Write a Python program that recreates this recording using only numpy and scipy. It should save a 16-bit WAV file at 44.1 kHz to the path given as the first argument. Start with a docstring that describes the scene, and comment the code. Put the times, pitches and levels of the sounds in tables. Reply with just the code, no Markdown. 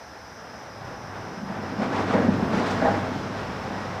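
"""Night under a concrete road bridge

A heavy vehicle comes near, crosses overhead and rolls away. Its tyres roar and swish,
shake the deck (the slab that carries the road) and thud over joints. Its engine drones,
and the beams echo the thuds. Behind it are distant traffic and a steady chorus of insects."""
import sys
import numpy as np
from scipy import signal
from scipy.fft import rfft, irfft
from scipy.io import wavfile
from scipy.ndimage import uniform_filter1d

SR = 44100
rng = np.random.default_rng(int(sys.argv[2]) if len(sys.argv) > 2 else 0)


def digitize_waveform(pressure):
    """Quantize a signal to 16-bit integers and store it at the path in sys.argv[1].

    Rows of a 2-D input are taken as channels; values are limited to [-1, 1].
    """
    field = np.atleast_2d(pressure).T
    bounded = np.clip(field, -1, 1)
    quanta = np.round(bounded * 32767).astype(np.int16)
    wavfile.write(sys.argv[1], SR, quanta)


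N = 176400

# The deck's modes, the pitches it naturally rings at: pitch_hz, width_hz, relative_db
DECK_MODES = [(135, 12, -14), (168, 32, -4), (194.7, 13.7, -2), (222, 20.4, -2.5), (254.6, 23, -1),
              (281.5, 24, -4), (325, 55, -4), (392, 110, -4)]


def tyres(boost_db=3, flutter_db=1.26, low_hz=400, bright_hz=2600, behind_db=1.5):
    """Tread on the road roars, uneven with the surface and brighter once it has passed."""
    # How the roar swells, before the boost: time_s, level_db
    loudness = [(0, -50.5), (.72, -45), (.82, -44.5), (1.3, -40.5), (1.76, -38), (1.84, -30.5),
                (1.91, -35.5), (1.96, -30.5), (2.07, -31), (2.16, -32.5), (2.3, -36), (2.47, -34.5),
                (2.55, -29.5), (2.8, -32), (2.92, -29.5), (3.1, -37.5), (3.55, -37), (3.72, -37),
                (4, -37.5)]
    # The roar's mix of low and high sound: pitch_hz, relative_db
    colour = [(180, -45), (300, -5.5), (437, -2.5), (490, -2), (587, -3.5), (828, -2), (1150, -6.5),
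              (1470, -8), (2920, -21.5), (4770, -28), (5440, -29.5), (9330, -46.5), (15000, -72)]
    cut_bass = signal.butter(3, low_hz, "high", fs=SR, output="sos")
    roar = hollow(signal.sosfilt(cut_bass, noise(colour)))
    treble = signal.sosfiltfilt(signal.butter(2, bright_hz, "high", fs=SR, output="sos"), roar)
    passed = np.tanh((np.arange(N) / SR - 2.1) / 0.64)  # -1 to 1, overhead at 2.1 s
    roar = roar + treble * (undb(behind_db * passed) - 1)
    return roar * undb(curve(loudness) + boost_db + flutter_db * walk(24.6))


def deck(trim_db=-1.5, heave_db=2.5):
    """Rolling wheels make the deck boom, while the whole span rumbles beneath them."""
    # How hard the deck shakes, before the trim: time_s, level_db
    shaking = [(0, -55), (.6, -48), (.85, -47.5), (1.2, -43), (1.5, -37.5), (1.72, -34.5), (1.85, -28.5),
               (2.05, -27), (2.22, -22), (2.38, -26.5), (2.55, -24.5), (2.68, -29.5), (2.9, -27.5),
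               (3.15, -33.5), (3.55, -37), (3.75, -34.5), (4, -41)]
    # How the deep rumble swells: time_s, level_db
    rumble_level = [(0, -57.5), (.72, -54.5), (.88, -41.5), (1.15, -48), (1.4, -42), (1.7, -40.5),
                    (1.85, -39), (2.3, -38.5), (2.75, -35.5), (2.95, -38.5), (3.15, -40.5), (4, -41)]
    # The rumble's tone: pitch_hz, relative_db
    colour = [(15, -42), (26, -28), (33, -4), (48, -14), (62, 0), (85, -3), (120, 5), (170, 2),
              (230, -12.5), (320, -12), (700, -51)]
    boom = body(DECK_MODES) * undb(curve(shaking) + trim_db)
    rumble = noise(colour) * undb(curve(rumble_level) + heave_db * walk(20))
    return boom + rumble


def bumps(attack_s=0.0096, spread_hz=40):
    """A wheel drops into a dip and knocks the deck's modes, mostly those near its boom pitch."""
    # Wheel drops: peak_s, level_db, boom_hz, decay_s
    drops = [(1.315, -32, 202, .018), (1.378, -33, 200, 0.016), (1.435, -26, 198, 0.05),
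             (1.505, -28, 196, 0.036), (1.592, -37, 210, .02), (1.637, -27.5, 212, 0.025),
             (1.797, -23.5, 202, .02), (1.823, -20.5, 223, 0.017), (1.872, -22, 254, 0.037),
             (2.015, -27.5, 273, .025), (2.156, -19, 231, 0.031), (2.203, -22.5, 253, 0.027),
             (2.248, -17, 245, 0.031), (2.292, -15, 210, 0.04), (2.431, -17, 208, .014),
             (2.543, -20, 232, 0.03), (2.578, -20.5, 203, 0.012), (2.829, -19, 255, .03),
             (2.98, -28.5, 198, .02)]
    t = np.arange(N) / SR
    hz, _, mode_db = np.array(DECK_MODES).T
    modes = np.exp(2j * np.pi * hz[:, None] * t)
    out = 0
    for at, db, boom_hz, decay in drops:
        gains = undb(mode_db) / (1 + ((hz - boom_hz) / spread_hz) ** 2) ** 2
        in_step = np.exp(2j * np.pi * (rng.random() - hz * at))  # the modes line up at the peak
        blow = np.sqrt(2) * gains / gains.sum() * in_step
        out = out + (blow @ modes).real * undb(db) * burst(at, attack_s, decay)
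    return out


def thuds(attack_s=0.0083, note_decay_s=0.012, waver_hz=21.7):
    """Each axle rattles a joint; one hollow note stands out, depending on where it lands."""
    # Axle hits: peak_s, clatter_db, decay_s, note_hz, note_db
    hits = [(1.816, -33.5, 0.053, 720, -31), (2.143, -20, 0.047, 430, -27),
            (2.189, -31.5, 0.075, 495, -24.5), (2.826, -22.5, 0.02, 640, -23.5),
            (2.855, -20.5, 0.053, 625, -19.5)]
    # How the joint rings: pitch_hz, width_hz, relative_db
    joint_modes = [(253.4, 25, 1), (385, 170, -7.5), (493, 88, -0.5), (609, 115, 0), (810, 160, -3.5),
                   (1110, 380, -5.5), (1620, 370, -7.5)]
    strength = sum(undb(db) * burst(at, attack_s, decay) for at, db, decay, _, _ in hits)
    clatter = even(body(joint_modes)) * strength
    notes = 0
    for at, _, _, hz, db in hits:
        phase = 2 * np.pi * np.cumsum(hz + waver_hz * walk(150)) / SR
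        notes = notes + np.sqrt(2) * np.sin(phase) * undb(db) * burst(at, attack_s, note_decay_s)
    return beam_echoes(clatter) + notes


def engine(wander=0.02396, waver_db=4.5):
    """The engine hums at multiples of its firing rate, each wavering on its way around the bridge."""
    # The engine as it passes: time_s, firing_hz, level_db
    running = [(0, 105.9, -58), (.6, 102, -52), (1.5, 99.4, -46), (2.05, 98, -42), (2.28, 97.8, -29.5),
               (2.48, 98, -40), (2.95, 97.2, -32.5), (3.25, 99.3, -36.5), (3.55, 99.05, -51),
               (3.72, 97.6, -40.5), (4, 97.3, -37.5)]
    # The tones in its drone: firing_multiple, relative_db
    harmonics = [(1, 4.5), (2, -1.5), (3, -6.5), (5, -8.5)]
    firing_hz = curve(running) * (1 + wander * walk(25))
    phase = 2 * np.pi * np.cumsum(firing_hz) / SR
    drone = 0
    for multiple, db in harmonics:
        gain = undb(db + waver_db * walk(14))
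        drone = drone + gain * np.sin(multiple * phase + rng.uniform(0, 2 * np.pi))
    return unit(drone) * undb(curve(running, column=2))


def swishes(attack_s=0.009):
    """Short bursts of tyre hiss spill over the edge of the deck."""
    # Bursts of hiss: peak_s, level_db, decay_s, tilt_db_per_octave
    spills = [(1.825, -44, 0.046, -.5), (1.855, -44, .06, -2), (1.965, -44.5, 0.045, -1),
              (2.534, -44, 0.078, 2), (2.575, -45.5, 0.038, 4), (2.668, -40, 0.038, 3),
              (2.71, -40, 0.038, 4), (2.86, -50, 0.12, -10), (3.135, -45.5, 0.37, -0.5)]
    # Their tone before the tilt: pitch_hz, relative_db
    colour = [(400, -6), (1200, 9), (3500, 7), (5500, 0), (8000, -10.5), (11000, -27), (15000, -31)]
    return sum(noise(colour, tilt) * undb(db) * burst(at, attack_s, decay)
               for at, db, decay, tilt in spills)


def beam_echoes(x, fade_s=0.79, echo_db=-6.5):
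    """Sound bounces between the concrete beams and the ground, dying by 60 dB in fade_s."""
    t = np.arange(SR) / SR
    tail = rng.standard_normal(SR) * np.exp(-np.log(1000) * t / fade_s)
    return x + undb(echo_db) * signal.fftconvolve(x, tail / np.linalg.norm(tail))[:N]


def hollow(x, ripple_db=1.5, ripple_top_hz=1790):
    """The space under the bridge favours some pitches and swallows others, less so in the treble."""
    # Standing waves between beams and ground: pitch_hz, width_hz, boost_db
    waves = [(502, 6.4, 5.5), (613, 14, 2), (710, 13, -4), (774, 13, 2.5), (1040, 28, 1), (1450, 15, 0.5),
             (1605, 17, -1.5), (1910, 43, 2.5)]
    f = freqs()
    db = sum(boost / (1 + (2 * (f - hz) / width) ** 2) for hz, width, boost in waves)
    ripple = unit(uniform_filter1d(rng.standard_normal(len(f)), 40)) / (1 + (f / ripple_top_hz) ** 2)
    return unit(irfft(rfft(x) * undb(db + ripple_db * ripple), N))


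def insects(drift=0.026, pulse_depth=0.11, throb_db=1.5):
    """Thin, high rasps pulse with the wing strokes and throb more slowly."""
    # Insect voices: pitch_hz, width_hz, level_db, strokes_per_s
    voices = [(4910, 140, -63, 140), (5150, 210, -60, 77), (5310, 260, -59, 48), (5600, 500, -64.5, 52),
              (5860, 370, -60.5, 68)]
    out = 0
    for hz, width, db, rate in voices:
        phase = 2 * np.pi * np.cumsum(rate * (1 + drift * walk(5.32))) / SR
        strokes = 1 + pulse_depth * np.sin(phase)
        out = out + undb(db) * unit(ring(hz, width) * strokes * undb(throb_db * walk(19)))
    return out


def distant_traffic(level_db=-46.5):
    """Far-off traffic blends into a steady murmur with a faint hiss."""
    # The murmur's tone: pitch_hz, relative_db
    colour = [(25, -28), (70, 8), (110, -6), (200, -15), (380, -24), (700, 4.5), (1100, -2), (1600, 1.5),
              (2800, -14.5), (4200, -15), (6800, -26.5), (10000, -28), (15000, -32)]
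    return undb(level_db) * noise(colour)


def undb(db):
    """Turn decibels into a number to multiply by."""
    return 10 ** (np.asarray(db) / 20)


def unit(x):
    """Scale to an average power of 1."""
    return x / np.sqrt(np.mean(x ** 2))


def even(x, size=1300):
    """Take out slow swells and keep the fine grain."""
    return x / np.sqrt(uniform_filter1d(x ** 2, size))


def curve(rows, column=1):
    """Join a table's points over time with straight lines."""
    rows = np.array(rows)
    return np.interp(np.arange(N) / SR, rows[:, 0], rows[:, column])


def walk(rate):
    """A smooth random wobble of size about 1, with `rate` new values a second."""
    hold = max(int(SR / rate), 2)
    steps = np.repeat(rng.standard_normal(N)[:N // hold + 1], hold)
    return unit(uniform_filter1d(uniform_filter1d(steps, hold), hold)[:N])


def freqs():
    """The frequency in Hz of each slot in the spectrum."""
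    return np.maximum(np.arange(N // 2 + 1) * SR / N, 1)


def noise(colour, tilt_db=0):
    """Noise shaped by (pitch_hz, relative_db) points and tilted by tilt_db per octave."""
    hz, db = np.array(colour).T
    octave = np.log2(freqs())
    gain = undb(np.interp(octave, np.log2(hz), db) + tilt_db * octave)
    return unit(irfft(rfft(rng.standard_normal(N)) * gain, N))


def ring(hz, width):
    """Random shaking makes something ring in a band around one pitch."""
    f = freqs()
    off_pitch = (f / hz - hz / f) * hz / width / np.sqrt(2)
    return unit(irfft(rfft(rng.standard_normal(N)) / (1 + 1j * off_pitch) ** 2, N))


def body(modes):
    """All the modes of one object ring together."""
    return unit(sum(undb(db) * ring(hz, width) for hz, width, db in modes))


def burst(at, attack, decay):
    """A rounded rise to a peak at time `at`, then a fade."""
    age = np.arange(N) / SR - at
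    return np.exp(-(np.minimum(age, 0) / attack) ** 2 - np.maximum(age, 0) / decay)


def scene():
    """The vehicle on the bridge over the night background, in one channel."""
    vehicle = tyres() + deck() + bumps() + engine() + swishes() + beam_echoes(thuds())
    return (vehicle + insects() + distant_traffic())[None]


def record(dry, top_hz=15250):
    """Cut away the very highest treble."""
    return signal.sosfilt(signal.ellip(10, .2, 80, top_hz, fs=SR, output="sos"), dry)


dry = scene()
out = record(dry)
digitize_waveform(out)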